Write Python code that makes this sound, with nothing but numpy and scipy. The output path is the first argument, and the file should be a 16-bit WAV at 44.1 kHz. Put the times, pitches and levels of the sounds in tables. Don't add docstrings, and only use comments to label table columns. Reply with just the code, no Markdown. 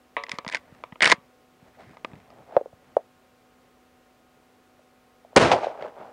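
import sys
import numpy as np
from scipy import signal
from scipy.io import wavfile

SR = 44100
rng = np.random.default_rng(int(sys.argv[2]) if len(sys.argv) > 2 else 0)


def pcm_store(signal):
    levels = np.round(np.clip(np.atleast_2d(signal), -1, 1) * 32767)
    wavfile.write(sys.argv[1], SR, levels.astype(np.int16).T)


N = 269892
TIME = np.arange(N) / SR
SHOT_S = 5.363

# f/Hz, level/dB
FRICTION_SPECTRUM = [(50, -27), (100, -8.5), (250, -5), (600, -4), (1200, -3), (2000, 0.5), (3000, -11),
                     (5000, -17), (6000, -23), (10000, -28)]
# f/Hz, level/dB
SNAP_SPECTRUM = [(2400, -31.5), (3300, 3.5), (4000, -0.5), (5000, 3), (5700, -6), (7000, -7.5),
                 (8700, -13.5), (9600, -9.5), (11000, -28.5)]


def from_db(db):
    return 10 ** (np.asarray(db) / 20)


def rms_one(x):
    return x / np.sqrt(np.mean(x ** 2) + 1e-20)


def add(out, s, sound):
    start = round(s * SR)
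    out[start:start + len(sound)] += sound[:N - start]


def coloured(x, points):
    hz, db = np.transpose(points)
    bins = np.maximum(np.fft.rfftfreq(len(x), 1 / SR), 1)
    gain = from_db(np.interp(np.log(bins), np.log(hz), db))
    return rms_one(np.fft.irfft(np.fft.rfft(x) * gain, len(x)))


def keep_side(x, hz, kind, order=2):
    return signal.sosfilt(signal.butter(order, hz, kind, fs=SR, output="sos"), x)


def resonance(x, hz, width_hz):
    r = np.exp(-np.pi * width_hz / SR)
    feedback = [1, -2 * r * np.cos(2 * np.pi * hz / SR), r * r]
    return signal.lfilter(np.array([1, 0, -1]) * (1 - r * r) / 2, feedback, x + 1e-18)


def dying(t, t60):
    return np.exp(-np.log(1000) * np.maximum(t, 0) / t60) * (t >= 0)


def grains(spread_db):
    marks = np.arange(0, N, SR // 1000)
    sizes = np.clip(rng.standard_normal(len(marks)), -2, 2)
    return rng.standard_normal(N) * from_db(spread_db * np.interp(np.arange(N), marks, sizes))


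def snagging(per_s, db, t60):
    snags = (rng.random(N) < per_s / SR) * rng.uniform(.5, 1, N)
    jumps = signal.lfilter([1], [1, -1000 ** (-1 / (t60 * SR))], snags + 1e-18)
    return rms_one(1 + from_db(db) * jumps)


def gains(rows, fade_s=0.043):
    s, *columns = np.transpose(rows)
    outside = np.maximum(np.maximum(s[0] - TIME, TIME - s[-1]), 0)
    return np.array([from_db(np.interp(TIME, s, db)) for db in columns]) * np.exp(-outside / fade_s)


def air_and_hum(air_db=-61.5):
    # f/Hz, rms level/dB
    hum_tones = [(249.6, -67), (500, -75), (749.7, -69), (1071, -77), (1250, -77), (1427, -79)]
    # f/Hz, level/dB
    air_spectrum = [(25, -26.5), (60, -13), (120, -14.5), (250, -14.5), (500, -11), (800, -18), (1300, -20),
                    (2400, -24), (4500, -31), (8000, -35), (11000, -38), (15500, -38)]
    hum = sum(np.sqrt(2) * from_db(db) * np.sin(2 * np.pi * (hz * TIME + rng.random()))
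              for hz, db in hum_tones)
    return hum + from_db(air_db) * coloured(rng.standard_normal(N), air_spectrum)


def jacket(housing_hz=600, width_hz=470, sway_hz=240):
    # t/s, then relative rub/dB, rustle/dB, sway/dB
    moves = [
        [(1.65, -61, -64, -69), (1.686, -55, -66.5, -59.5), (1.716, -77.5, -82, -70.5), (1.75, -68, -61, -77),
         (1.784, -54, -68, -63), (1.8, -43, -55, -62), (1.908, -73, -59.5, -51.5), (1.95, -58, -63.5, -65)],
        [(2.09, -55.5, -66, -55.5), (2.152, -53, -63, -49), (2.232, -63, -69, -65.5), (2.288, -57.5, -65, -63),
         (2.43, -48.5, -70.5, -56.5), (2.45, -60.5, -73, -66.5), (2.534, -38.5, -66, -66.5),
         (2.54, -37, -61, -58)],
    ]
    # t/s, length/s, relative level/dB
    stirs = [(0.719, .4, -60), (1.253, 0.12, -67.5), (2.89, 0.22, -62.5), (3.678, 0.14, -70.5)]
    # t/s, relative level/dB
    recoil = [(5.53, -18), (5.612, -30), (5.676, -39), (5.682, -33), (5.754, -41.5), (5.856, -32),
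              (5.924, -48.5), (6.012, -40), (6.12, -47)]
    rub = resonance(grains(spread_db=5), housing_hz, width_hz)
    rub = rms_one(resonance(rub, housing_hz, width_hz))
    rustle = coloured(grains(spread_db=3.5), FRICTION_SPECTRUM) * snagging(per_s=30, db=10, t60=0.011)
    sway = rms_one(keep_side(grains(spread_db=2), sway_hz, "low"))
    rubbing, rustling, swaying = sum(gains(rows) for rows in moves)
    moving = from_db(-2.5) * rubbing * rub + from_db(1) * rustling * rustle
    moving += from_db(2.5) * swaying * sway
    stir = sum(from_db(db) * np.exp(-(2 * (TIME - s) / length) ** 2) for s, length, db in stirs)
    stirring = stir * (from_db(-1.5) * rub + from_db(-3) * rustle + from_db(-0.5) * sway)
    dragging = from_db(-2) * gains(recoil)[0] * rub
    return moving + stirring + dragging


def thuds(rise_s=.003, t60=0.017):
    # t/s, peak level/dB, f/Hz
    landings = [(0.335, -34, 193), (0.385, -40, 172), (0.467, -29, 208), (0.723, -38.5, 155),
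                (.924, -33, 182), (1.033, -41, 173), (1.135, -29, 192), (1.181, -41.5, 178),
                (1.626, -42.5, 161), (2.045, -36, 270), (2.134, -36, 174), (2.565, -29, 137.2),
                (2.733, -42, 100)]
    out, t = np.zeros(N), TIME[:SR // 5]
    for s, db, hz in landings:
        thud = np.sin(2 * np.pi * hz * t) * (1 - np.exp(-t / rise_s)) * dying(t, t60)
        add(out, s, from_db(db) * thud / np.abs(thud).max())
    return out


def dull_knocks(settle_db=-37, settle_t60=0.089, thin_hz=280):
    # t/s, peak level/dB, f/Hz, muffled above/Hz
    knocks = [(2.5662, -2, 565, 2600), (2.5716, -8, 588, 900), (2.611, -21, 500, 900),
              (2.6584, -27.5, 490, 1200), (2.729, -42, 590, 1200), (2.9675, -4, 566, 1150),
              (4.793, -45.5, 589.6, 1200), (5.248, -37.5, 636, 1200), (5.33, -37, 627, 1200),
              (5.359, -14.5, 744, 1780), (5.517, -5.5, 833, 1990), (5.535, -6, 753, 1500),
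              (5.559, -14.5, 550, 1500), (5.632, -18.5, 746, 1500), (5.643, -15.5, 685, 1500),
              (5.6688, -14, 548, 1500), (5.699, -23.5, 630, 1200), (5.824, -27, 575, 1200),
              (5.8485, -25, 584, 1200)]
    out, t = np.zeros(N), TIME[:SR // 5]
    for s, db, hz, muffled_hz in knocks:
        force = (t == 0) + from_db(settle_db) * rng.standard_normal(len(t)) * dying(t, settle_t60)
        force = keep_side(keep_side(force, muffled_hz, "low"), thin_hz, "high")
        knock = resonance(resonance(force, hz, width_hz=220), hz, width_hz=290)
        add(out, s, from_db(db) * knock / np.abs(knock).max())
    return out


def magazine_spring(rasp_db=-8, rasp_t60=0.2):
    # t/s, relative level/dB
    twangs = [(.167, -27.5), (0.317, -40), (.387, -43.5), (.547, -46.5), (.839, -49.5), (1.122, -39)]
    # f/Hz, relative level/dB, t60/s
    tones = [(390, -16.5, 0.19), (450, -7, 0.3), (565, -1, 0.26), (724, -3, .2), (916, -3, 0.22),
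             (960, -2.5, .18), (1020, -1, 0.26), (1140, 2.5, 0.24), (1260, -1.5, .18), (1760, -9.5, .12),
             (2280, -2, .12)]
    # f/Hz, level/dB
    rasp_spectrum = [(1000, -16.5), (1600, -5), (2300, 0.5), (3000, -8.5), (3800, -9), (4500, -29),
                     (9000, -44)]
    out, t = np.zeros(N), TIME[:SR // 2]
    for s, db in twangs:
        ring = sum(from_db(level) * rng.choice([-1, 1]) * np.sin(2 * np.pi * hz * t) * dying(t, t60)
                   for hz, level, t60 in tones)
        rasp = coloured(rng.standard_normal(len(t)), rasp_spectrum)
        add(out, s, from_db(db) * (ring / 2 + from_db(rasp_db) * rasp * dying(t, rasp_t60)))
    return out


def receiver_pitch(s, rest_hz=2027, bolt_hz=2380, sink_hz_per_s=9000, start_s=1.005, shut_s=1.092):
    travelling = (s >= start_s) & (s < shut_s)
    return np.where(travelling, bolt_hz - sink_hz_per_s * (s - start_s), rest_hz)


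def sliding_steel(scrape_db=-4, ring_db=-3, snap_db=-14, ease_db=3.5, rise_s=0.0062):
    # start/s, end/s, relative level at the end/dB
    strokes = [(0.304, 0.363, -49.5), (0.509, 0.573, -42), (1.016, 1.125, -23)]
    push = 0
    for start, end, db in strokes:
        to_go = np.clip((end - TIME) / (end - start), 0, 1)
        held = np.clip((TIME - start) / rise_s, 0, 1) * dying(np.maximum(TIME - end, 0), t60=.07)
        push = push + from_db(db + ease_db * to_go) * held
    catches = snagging(per_s=64, db=5.5, t60=0.024)
    phase = 2 * np.pi * np.cumsum(receiver_pitch(TIME)) / SR
    wobble_a, wobble_b = keep_side(rng.standard_normal((2, N)), 230, "low")
    ring = rms_one(wobble_a * np.cos(phase) + wobble_b * np.sin(phase))
    scrape = coloured(grains(spread_db=1), FRICTION_SPECTRUM)
    snap = coloured(rng.standard_normal(N), SNAP_SPECTRUM)
    steel = from_db(scrape_db) * scrape + from_db(ring_db) * ring + from_db(snap_db) * snap
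    return push * catches * steel


def struck(force, tones, scatter_db, detune=0.014):
    chance = np.clip(rng.standard_normal((len(tones), 2)), -2, 2)
    out = 0
    for (hz, width, db), (louder, higher) in zip(tones, chance):
        ring = resonance(force, hz * (1 + detune * higher), width)
        out = out + from_db(db + scatter_db * louder) * rms_one(ring)
    return out


def clicks_and_ticks(click_db=12, chatter_db=-24, focus_db_per_octave=22, min_width_hz=130):
    # t/s, stock knock/dB, receiver ring/dB, relative snap level/dB
    contacts = [(0.167, -20, -24, -45), (0.237, -34, -30, -40), (0.266, -48, -42, -57),
                (0.285, -42, -47, -62), (0.294, -36, -36, -38.5), (0.3165, -64, -27, -33.5),
                (0.386, -26.5, -37, -37), (0.448, -36, -48, -52), (0.465, -32.5, -38, -52),
                (0.4785, -41, -33, -36), (0.488, -35, -35, -41), (0.498, -39, -36, -43),
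                (0.525, -44, -31, -44), (0.536, -32.5, -33, -45), (0.547, -28, -20.5, -31.5),
                (0.554, -42, -26.5, -38), (0.569, -43, -34.5, -46), (0.838, -30.5, -42, -52.5),
                (0.923, -41.5, -43, -77), (0.957, -42.5, -52, -70), (1.006, -27, -19.5, -39),
                (1.02, -33.5, -13.5, -38.5), (1.024, -24, -19, -21.5), (1.037, -25.5, -16, -46),
                (1.044, -21.5, -14, -24), (1.056, -24, -16.5, -20), (1.06, -28, -12.5, -33),
                (1.075, -17, -18.5, -22.5), (1.099, -21.5, -25, -24), (1.11, -29.5, -22, -29.5),
                (1.117, -17.5, -9.5, -20), (1.122, -9.5, -11, -19.5), (1.125, -18.5, -19, -25),
                (1.934, -51, -66, -77), (1.97, -42.5, -51, -61.5), (2.047, -26.5, -31, -44),
                (2.133, -49, -52.5, -75.5), (2.303, -50, -68, -62.5), (5.824, -43, -39.5, -55)]
    # f/Hz, width/Hz, level/dB
    stock_tones = [(332, 57, -13.5), (523, 70, -6.5), (655, 110, -1.5), (900, 120, -1.5), (990, 120, 0.5),
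                   (1200, 100, -1.5)]
    # f/Hz, width/Hz, level/dB
    receiver_tones = [(1581.4, 150, 0), (1750, 180, 3.5), (2110, 280, -2), (2000, 33, -6),
                      (2500, 100, -21.5), (2880, 170, -2), (3205, 300, -2)]
    out, t = np.zeros(N), TIME[:4096]
    level_samples = SR // 200
    for s, knock_db, ring_db, snap_db in contacts:
        chatter = from_db(chatter_db) * dying(t, t60=.04)
        rough_push = rng.standard_normal(len(t)) * (dying(t, t60=0.012) + chatter)
        force = from_db(click_db) * (t == 0) + rough_push
        snap = coloured(rng.standard_normal(len(t)), SNAP_SPECTRUM) * (dying(t, t60=0.01) + chatter)
        snap = keep_side(snap, 9000 * from_db(0.41 * min(snap_db - knock_db, 0)), "low")
        stock = struck(force, stock_tones, scatter_db=2)
        stock = keep_side(keep_side(stock, 1700, "low"), 260, "high")
        main_hz = receiver_pitch(s)
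        tones = [(hz, max(width, min_width_hz), db - focus_db_per_octave * abs(np.log2(hz / main_hz)))
                 for hz, width, db in receiver_tones]
        receiver = struck(force, tones, scatter_db=9.5)
        receiver = keep_side(keep_side(receiver, 1100, "high"), 2600, "low", order=4)
        for part, db in (stock, knock_db), (receiver, ring_db), (snap, snap_db + 1):
            add(out, s, from_db(db) * part / np.sqrt(np.sum(part ** 2) / level_samples))
    return out


def echoes():
    # t/s, level/dB, rise/s, t60/s, thin below/Hz, dull above/Hz
    returns = [(5.407, -12.5, 0.0073, 0.43, 39, 7200), (5.42, -21.5, 0.011, .2, 40, 217),
               (5.513, -12.5, 0.0047, 0.092, 900, 5600), (5.525, -20.5, 0.0072, 0.083, 40, 395),
               (5.615, -34, 0.026, 0.21, 605, 5050), (5.80, -40.5, 0.014, 0.31, 59.5, 1990),
               (5.98, -46, 0.0062, 0.71, 62.8, 1170)]
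    # f/Hz, level/dB
    echo_spectrum = [(30, -22), (70, -4), (120, 0.5), (210, -4), (380, 1.5), (600, 3), (1100, -4.5),
                     (2500, -11.5), (5000, -19.5), (7500, -28.5), (10000, -33.5)]
    out, t = np.zeros(N), TIME[:SR]
    for s, db, rise_s, t60, thin_hz, dull_hz in returns:
        scatter = coloured(grains(spread_db=3)[:SR], echo_spectrum)
        scatter = keep_side(scatter, thin_hz, "high", order=1)
        scatter = rms_one(keep_side(scatter, dull_hz, "low", order=1))
        shape = np.clip(t / rise_s, 0, 1) * dying(np.maximum(t - rise_s, 0), t60)
        add(out, s, from_db(db) * scatter * shape)
    return out


def boom(start_s=5.418, db=-18.5, hz=112, rise_s=.012, t60=.17):
    age = np.maximum(TIME - start_s, 0)
    return from_db(db) * np.sin(2 * np.pi * hz * age) * np.minimum(age / rise_s, 1) * dying(age, t60)


def shot(blast_db=-4, rise_s=0.0034, fade_from_s=0.0059, blast_t60=0.28, crack_db=-8, crack_t60=0.02):
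    # f/Hz, level/dB
    blast_spectrum = [(30, -34.5), (100, -11), (220, -3), (380, 2), (600, -3), (1300, -9), (3000, -14),
                      (6000, -20), (10000, -25)]
    age = TIME - SHOT_S
    shape = np.clip(age / rise_s, 0, 1) * dying(np.maximum(age - fade_from_s, 0), blast_t60)
    blast = coloured(rng.standard_normal(N), blast_spectrum)
    blast = rms_one(keep_side(blast, 2200, "low", order=1))
    crack = keep_side(rng.standard_normal(N), 910, "high")
    crack = rms_one(keep_side(crack, 1500, "low", order=1))
    return from_db(blast_db) * blast * shape + from_db(crack_db) * crack * dying(age, crack_t60)


def scene():
    loading = clicks_and_ticks() + sliding_steel() + magazine_spring()
    handling = thuds() + dull_knocks() + jacket()
    return (loading + handling + shot() + echoes() + boom())[None]


def overload(dry, ceiling, rise_s=0.0239, overshoot_s=0.0091, recover_s=0.11):
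    age = np.maximum(TIME - SHOT_S, 0)
    thrown = np.minimum(age / rise_s, 1) ** 2
    since_peak = np.maximum(age - rise_s, 0)
    overshoot = 0.75 * thrown ** 4 * np.exp(-since_peak / overshoot_s)
    offset = 1.09 * thrown * np.exp(-since_peak / recover_s) + overshoot
    return ceiling * (np.clip(dry / ceiling + offset, -1, 1) - np.clip(offset, -1, 1))


def record(dry, ceiling=0.76, coupling_hz=75, rumble_hz=60, microphone_top_hz=9950, top_hz=15760):
    thinned = keep_side(overload(dry, ceiling), coupling_hz, "high")
    thinned = keep_side(thinned, rumble_hz, "high")
    limited = np.clip(thinned, -ceiling, ceiling)
    microphone_filter = signal.ellip(10, .3, 80, microphone_top_hz, fs=SR, output="sos")
    final_filter = signal.ellip(10, .3, 70, top_hz, fs=SR, output="sos")
    return signal.sosfilt(final_filter, signal.sosfilt(microphone_filter, limited) + air_and_hum())


dry = scene()
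out = record(dry)
pcm_store(out)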